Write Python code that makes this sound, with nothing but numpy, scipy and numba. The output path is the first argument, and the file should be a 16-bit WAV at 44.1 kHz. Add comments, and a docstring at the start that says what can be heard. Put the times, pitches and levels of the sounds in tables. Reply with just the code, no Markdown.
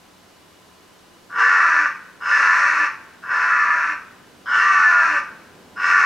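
"""A crow on the ground caws five times in a small yard between house walls.
Two sides of its syrinx vibrate at different pitches and chop each other's pulses: a rough, falling voice.
Throat and beak resonances filter the pulses and a high rasp; impulse responses add wall ringing and echoes.
Behind lies a quiet town: coloured noise as wash and slowly growing rumble, and wavering sines as hum."""
import sys
import numpy as np
from scipy import signal
from scipy.fft import rfft, irfft, next_fast_len
from scipy.io import wavfile
from scipy.ndimage import uniform_filter1d
from numba import njit

SR = 44100
rng = np.random.default_rng(int(sys.argv[2]) if len(sys.argv) > 2 else 0)


def waveform_to_disk(signal):
    """Save audio, clipped to [-1, 1], as 16-bit WAV at the path in sys.argv[1]."""
    frames = np.transpose(np.atleast_2d(signal))
    scaled = np.clip(frames, -1, 1) * 32767
    samples = np.round(scaled).astype(np.int16)
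    wavfile.write(sys.argv[1], SR, samples)


N = 267113
TIME = np.arange(N) / SR
SIZE = next_fast_len(N + SR // 2, real=True)
FREQ = np.maximum(np.arange(SIZE // 2 + 1) * SR / SIZE, 1)

# caws: (start [s], length [s], level before the yard [dB], swell at the start [dB], lower pitch [Hz],
# pitch hold [s], sag after it [Hz/s], roughness [0-1], throat dip [Hz], time of deepest dip [s],
# beak resonance at the start [Hz], beak opening time [s],
# upper throat level [dB], beak level [dB], rasp level [dB])
CAWS = [(1.296, .575, -13.4, 26, 371, .13, 164.8, 0.61, 109.4, 0.31, 2890, 0.077, -2, -17.5, -24),
        (2.203, 0.66, -14.5, 17, 354.4, .08, 74.66, 0.67, 68.5, 0.29, 2815, 0.015, -1, -14.5, -21.5),
        (3.223, .705, -17, 19, 346.9, .06, 45, .54, 290, .4, 2680, 0.1, -2, -15.5, -24.5),
        (4.457, 0.73, -14.5, 11, 362.5, .31, 150.5, 0.34, 290, .23, 3110, 0.03, -3.5, -14, -22),
        (5.76, .65, -15, 17.5, 360.9, .17, 150, 0.5, 60, 0.22, 2710, 0.014, -1, -13, -20.5)]
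# partials and sum tones of the two sides: (multiple of lower pitch, multiple of upper pitch, level [dB])
PARTIALS = [(1, 0, -39), (0, 1, -35.5), (2, 0, -18.5), (1, 1, -21), (3, 0, -15), (2, 1, -4.5), (1, 2, -10),
            (3, 1, 0), (4, 1, -5)]
# resonances of the throat: (frequency [Hz], relative level [dB])
THROAT = [(150, -74.5), (285, -33), (355, -37.5), (470, -18), (640, -21), (760, -21), (900, -3.5),
          (1120, 5.5), (1440, -1), (1620, 3.5), (1740, -16.5), (2000, -47), (3500, -87)]
# resonances of the upper throat: (frequency [Hz], relative level [dB])
UPPER_THROAT = [(1000, -59), (1550, -19), (1690, 0), (1820, 5), (1970, -1), (2080, -11), (2300, -7.5),
                (3500, -73)]
# fixed part of the beak's colour: (frequency [Hz], relative level [dB])
BEAK_BASE = [(1500, -33), (2050, -3.5), (2270, -0.5), (2430, -16), (2650, -15), (2900, -16.5), (3500, -24),
             (5000, -46.5)]
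# colour of the high rasp: (frequency [Hz], relative level [dB])
RASP = [(2500, -31), (3300, -11.5), (4200, -2), (4850, -3.5), (5450, 0), (6100, -1.5), (6800, -6),
        (7700, -14), (8600, -15), (10500, -25.5), (15000, -55)]
# standing waves and cancellations between the walls: (frequency [Hz], width [Hz], lift [dB])
YARD_MODES = [(304.6, 24, 14.5), (576.5, 19, 11.5), (650, 6, 1.5), (700, 65, -2), (888, 6.4, 15.5),
              (916, 61, -14.5), (954.6, 17, 4), (1063.4, 40, -18), (1168.6, 16, 11.5), (1245, 15, -2.5),
              (1304, 33, -10.5), (1381, 19, 5.5), (1473, 30, 1.5), (1539, 23, 1), (1657, 36, -9),
              (1752, 22, 9.5), (1920, 17, 0), (1912, 13, 6.5), (2660, 50, 2), (2658, 69, 5), (5524, 90, 8),
              (5980, 130, 4.5)]
# early wall echoes: (delay [s], level against the direct sound [dB])
ECHOES = [(0.0105, -7.5), (0.0235, -8.5), (.0345, -18.5), (.0580, -12.5)]
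# colour of the far houses' tail: (frequency [Hz], gain [dB])
FAR_COLOUR = [(1000, 3.5), (1480, 6.5), (2200, 7.5), (6000, 8.0), (12000, -27.0)]
# left-right difference of the reverberation: (frequency [Hz], gain [dB])
YARD_SIDE = [(600, -1.0), (1400, -7.5), (2200, 0.5), (5000, 1.5)]
# colour of the distant town's wash: (frequency [Hz], relative level [dB])
TOWN_WASH = [(20, -14.5), (50, -22.5), (75, -5), (130, -10.5), (330, -6), (600, -10), (1100, -10.5),
             (1600, -13), (2300, -16.5), (4000, -18), (6000, -21.5), (9000, -25.5), (13500, -30),
             (16000, -34.5)]
# left-right difference of the wash: (frequency [Hz], gain [dB])
WASH_SIDE = [(70, -14.5), (200, -2.5), (1500, -5), (12000, -5.5)]
# colour of the town's rumble: (frequency [Hz], relative level [dB])
RUMBLE = [(20, -34), (70, -9), (130, -6), (240, 0), (450, -5), (900, -12), (3000, -24), (12000, -45)]
# faint hum of far machinery: (frequency [Hz], central rms level [dB])
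HUM = [(182, -65), (1015, -65.5), (2930, -70)]

# the upper side sings a fixed step higher; both scoop up into a caw and drop as the air runs out
SIDE_STEP_HZ, SCOOP_HZ, SCOOP_S, DROP_HZ, DROP_S = 89, 14, .04, 26, .055
# the voice starts harsh and settles
ONSET_ROUGH, SETTLE_S = 0.31, 0.095
# the throat resonance dips for a while in each caw; the beak resonance sinks to its rest
THROAT_HZ, DIP_S, BEAK_REST_HZ, BEAK_SINK_S = 1479, 0.12, 2510, 0.16
# the upper throat fills in quickly; the beak opens on the treble, which tires less than the throat
FILL_DB, FILL_S, SHUT_DB, BEAK_LATE_DB, RASP_LATE_DB = 12.5, 0.11, 5.5, 9.5, 3.5
# loudness swells, holds, tires towards the end and is cut off
SWELL_S, TIRE_DB, TIRE_S, ATTACK_S, RELEASE_S = 0.099, 7, 0.14, 0.0024, .012
# upper throat, beak and rasp dim as the caw goes on
DIM_DB_PER_S = 4
# levels of the town's wash and of its rumble at the start, and the growth of the rumble
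WASH_DB, RUMBLE_DB, RUMBLE_DB_PER_S = -52, -64.5, 2.58
TOP_HZ = 15750
# adds a side signal to the left channel and subtracts it from the right
APART = np.array([[1], [-1]])


def crow(throat_db=-1.0, hollow_db=-5.0, hollow_width_hz=310, tone_lift_db=3, base_db=-3, beak_width_hz=420,
         rasp_voice=0.062, pinch_hz=5160, pinch_width_hz=420, pinch_db=6, pinch_s=0.085):
    """Source-filter principle: syrinx pulses excite throat, falling beak resonance and a pinched, opening rasp."""
    age, left, columns = current_caw()
    (level_db, swell_db, pitch_hz, hold_s, sag, rough, dip_hz, dip_at_s,
     beak_hz, open_s, upper_db, beak_db, rasp_db) = columns
    sung = np.clip(age, 0, age + left)
    sagged_hz = sag * np.maximum(sung - hold_s, 0)
    low_hz = pitch_hz - SCOOP_HZ * fade(age, SCOOP_S) - sagged_hz - DROP_HZ * fade(left, DROP_S)
    roughness = np.clip(rough + ONSET_ROUGH * fade(age, SETTLE_S), 0, 1)
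    voice, hiss, tones = syrinx(low_hz, roughness)

    # the moving throat resonance lifts whichever partial lies under it
    throat_hz = THROAT_HZ - dip_hz * fade(((sung - dip_at_s) / DIP_S) ** 4, 1)
    hollow = undb(hollow_db) * formant(voice, throat_hz, hollow_width_hz)
    hollow += undb(tone_lift_db) * resonance(tones, throat_hz, float(hollow_width_hz))
    throat = undb(throat_db) * unit(shape(voice, THROAT)) + hollow + tones
    upper = unit(shape(voice, UPPER_THROAT)) * undb(upper_db - FILL_DB * fade(age, FILL_S))

    gliding_hz = BEAK_REST_HZ + (beak_hz - BEAK_REST_HZ) * fade(age, BEAK_SINK_S)
    gliding = formant(voice, gliding_hz, beak_width_hz)
    beak = unit(gliding + undb(base_db) * unit(shape(voice, BEAK_BASE)))

    rasp = unit(shape(hiss + rasp_voice * voice, RASP))
    pinch = undb(pinch_db) * fade(age, pinch_s)
    rasp = (rasp + pinch * formant(rasp, pinch_hz, pinch_width_hz)) / np.sqrt(1 + pinch ** 2)

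    tired = fade(left, TIRE_S)
    shut = fade((sung / open_s) ** 4, 1)
    treble = beak * undb(beak_db + BEAK_LATE_DB * tired) + rasp * undb(rasp_db + RASP_LATE_DB * tired)
    treble *= undb(-SHUT_DB * shut)
    effort = undb(level_db - swell_db * np.maximum(1 - sung / SWELL_S, 0) - TIRE_DB * tired)
    gate = np.clip(age / ATTACK_S, 0, 1) * fade(-left, RELEASE_S)
    return gate * effort * (throat + (upper + treble) * undb(-DIM_DB_PER_S * sung))


def current_caw():
    """Piecewise control: per sample, time since the latest caw began, time until it ends, rest of its row."""
    rows = np.array(CAWS)
    latest = np.maximum(np.searchsorted(rows[:, 0], TIME) - 1, 0)
    start, length, *columns = rows[latest].T
    return TIME - start, start + length - TIME, columns


def syrinx(low_hz, rough, jitter=0.01921, slip=0.094, shimmer_db=0.8, coupling=0.53, upper_db=-6, air=0.37,
           wander=.008, surge_db=2.5):
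    """Coupled oscillators: two membrane pairs share one airflow, so each chops the other's pulses.

    Returns voice, gated air and clear tones."""
    tremor = 1 + 0.00324 * walk(35) + wander * walk(14)
    # single closures come early or late: the low partials stay clear, the high ones smear
    low, high = (np.cumsum(hz * tremor * (1 + jitter * rough * walk(200))) / SR
                 for hz in (low_hz, low_hz + SIDE_STEP_HZ))

    # each clear partial surges and sinks on its own
    tones = np.zeros(N)
    for low_multiple, high_multiple, db in PARTIALS:
        turns = round(low_multiple) * low + round(high_multiple) * high
        tones += undb(db + surge_db * walk(13)) * np.sqrt(2) * np.sin(2 * np.pi * turns)

    low, high = (phase + slip * rough * walk(350) for phase in (low, high))
    low_open, high_open = (np.exp(coupling * (.5 + rough) * np.cos(2 * np.pi * phase))
                           for phase in (low, high))
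    voice = unit(pulses(low) * high_open + undb(upper_db) * pulses(high) * low_open)
    hiss = unit(rng.standard_normal(N) * (low_open + high_open))
    stutter = unit(undb(shimmer_db * rough * np.tanh(walk(170))))
    clarity = (1 - rough) ** 2
    breathy_voice = (voice + air * rough * hiss) / np.sqrt(1 + (air * rough) ** 2)
    return stutter * breathy_voice, stutter * hiss, clarity * tones


def pulses(phase):
    """Impulse excitation: one click per turn of the phase, shared between two samples."""
    at = np.flatnonzero(np.diff(np.floor(phase)) > 0)
    late = (phase[at + 1] % 1) / (phase[at + 1] - phase[at])
    out = np.zeros(N)
    out[at], out[at + 1] = late, 1 - late
    return out


def formant(x, hz, width_hz):
    """Cascaded resonance: two equal moving band-passes give steeper flanks, scaled to rms 1."""
    hz = hz + np.zeros(N)
    once = resonance(x, hz, float(width_hz))
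    return unit(resonance(once, hz, float(width_hz)))


@njit
def resonance(x, hz, width):
    """State-variable resonance: two integrators form a band-pass whose centre moves."""
    out, band, low = np.empty(len(x)), 0., 0.
    for i in range(len(x)):
        g, damping = np.tan(np.pi * hz[i] / SR), width / hz[i]
        v = (band + g * (x[i] - low)) / (1 + g * (g + damping))
        band, low, out[i] = 2 * v - band, low + 2 * g * v, damping * v
    return out


def fade(s, time_s):
    """Exponential decay: falls from 1 towards 0 as s grows past zero."""
    return np.exp(-np.clip(s / time_s, 0, 50))


def walk(rate, size=4096):
    """Random modulation: smooth chance with rms 1 that takes rate new values a second."""
    return unit(np.interp(TIME * rate, np.arange(size), rng.standard_normal(size)))


def undb(db):
    """Logarithmic level: decibels to amplitude gain."""
    return 10 ** (np.asarray(db) / 20)


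def unit(x):
    """Normalization: scale to rms 1."""
    return x / np.sqrt(np.mean(x ** 2))


def spectrum(points):
    """Spectral envelope: (frequency [Hz], level [dB]) points joined on a log-frequency axis."""
    hz, db = np.transpose(points)
    return np.interp(np.log(FREQ), np.log(hz), db)


def shape(x, points):
    """Zero-phase filtering: broad colouring by (frequency [Hz], level [dB]) points."""
    return irfft(rfft(x, SIZE) * undb(spectrum(points)), SIZE)[..., :N]


def colour(x, db):
    """Minimum-phase filtering: a causal filter with the given gains, whose narrow peaks ring on."""
    # folding the cepstrum onto positive time makes the filter causal
    cepstrum = irfft(db * np.log(10) / 20, SIZE)
    cepstrum[1:SIZE // 2] *= 2
    cepstrum[SIZE // 2 + 1:] = 0
    return irfft(rfft(x, SIZE) * np.exp(rfft(cepstrum)), SIZE)[..., :N]


def yard(x, scatter_db=-1.0, scatter_t60=0.21, far_db=-17, far_t60=0.86, far_wall_s=0.1, far_wall_db=-20,
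         width=0.41, gain_db=-5.5):
    """Reverberation by convolution: direct sound, wall echoes and scatter ring; far houses add echo and tail."""
    response = np.zeros((2, N))
    response[:, 0] = 1
    for delay_s, db in ECHOES:
        response[:, int(delay_s * SR)] += undb(db)

    near = scattered_tail(scatter_t60, scatter_db)
    far = scattered_tail(far_t60, far_db)
    far[0, int(far_wall_s * SR)] += undb(far_wall_db)
    far = shape(far, FAR_COLOUR)
    # rows change from mid and side to left and right
    near, far = (mid + width * shape(side, YARD_SIDE) * APART for mid, side in (near, far))

    ringing_db = sum(db / (1 + (2 * (FREQ - hz) / wide) ** 2) for hz, wide, db in YARD_MODES)
    response = colour(response + near, ringing_db) + far
    return signal.fftconvolve(x[None], response[:, :SR], axes=1)[:, :N] * undb(gain_db)


def scattered_tail(t60, db):
    """Diffuse reflection: exponentially decaying noise as mid and side, falling 60 dB in t60 seconds."""
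    decay = undb(-60 * np.minimum(TIME / t60, 2)) * (TIME > .002)
    return undb(db) * unit(rng.standard_normal((2, N)) * decay) / np.sqrt(N)


def town():
    """Superposition of distant sources: an even wash, a slowly growing low rumble and a wavering hum."""
    mid, side = shape(rng.standard_normal((2, N)), TOWN_WASH)
    wash = (mid + shape(side, WASH_SIDE) * APART) * undb(WASH_DB) / np.std(mid)

    low_mid, low_side = unit(shape(rng.standard_normal((2, N)), RUMBLE))
    rumble_gain = undb(RUMBLE_DB + RUMBLE_DB_PER_S * TIME + 0.43 * walk(2.6))
    rumble = (low_mid + 0.21 * low_side * APART) * rumble_gain

    hum = np.zeros(N)
    for hz, db in HUM:
        turns = np.cumsum(hz * (1 + 0.0097 * walk(60))) / SR
        hum += undb(db + 2 * walk(18.0)) * np.sqrt(2) * np.sin(2 * np.pi * turns)
    return wash + rumble + hum


def scene(pan_db=0.24):
    """Level-difference stereo: the crow stands a little to the left, before the town."""
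    return yard(crow()) * undb([[pan_db], [-pan_db]]) + town()


def record(dry, limit_db=-14.5, limit_s=.012, squeeze=0.46):
    """Dynamic compression: loud moments are held down, the highest peaks rounded and the top cut."""
    power = uniform_filter1d(np.mean(dry ** 2, axis=0), max(int(limit_s * SR), 1))
    held = dry * np.maximum(power / undb(limit_db) ** 2, 1) ** (-squeeze / 2)
    rounded = held / (1 + (held / .95) ** 8) ** (1 / 8)
    low_pass = signal.ellip(10, .1, 80, TOP_HZ, fs=SR, output="sos")
    return signal.sosfilt(low_pass, rounded)


dry = scene()
out = record(dry)
waveform_to_disk(out)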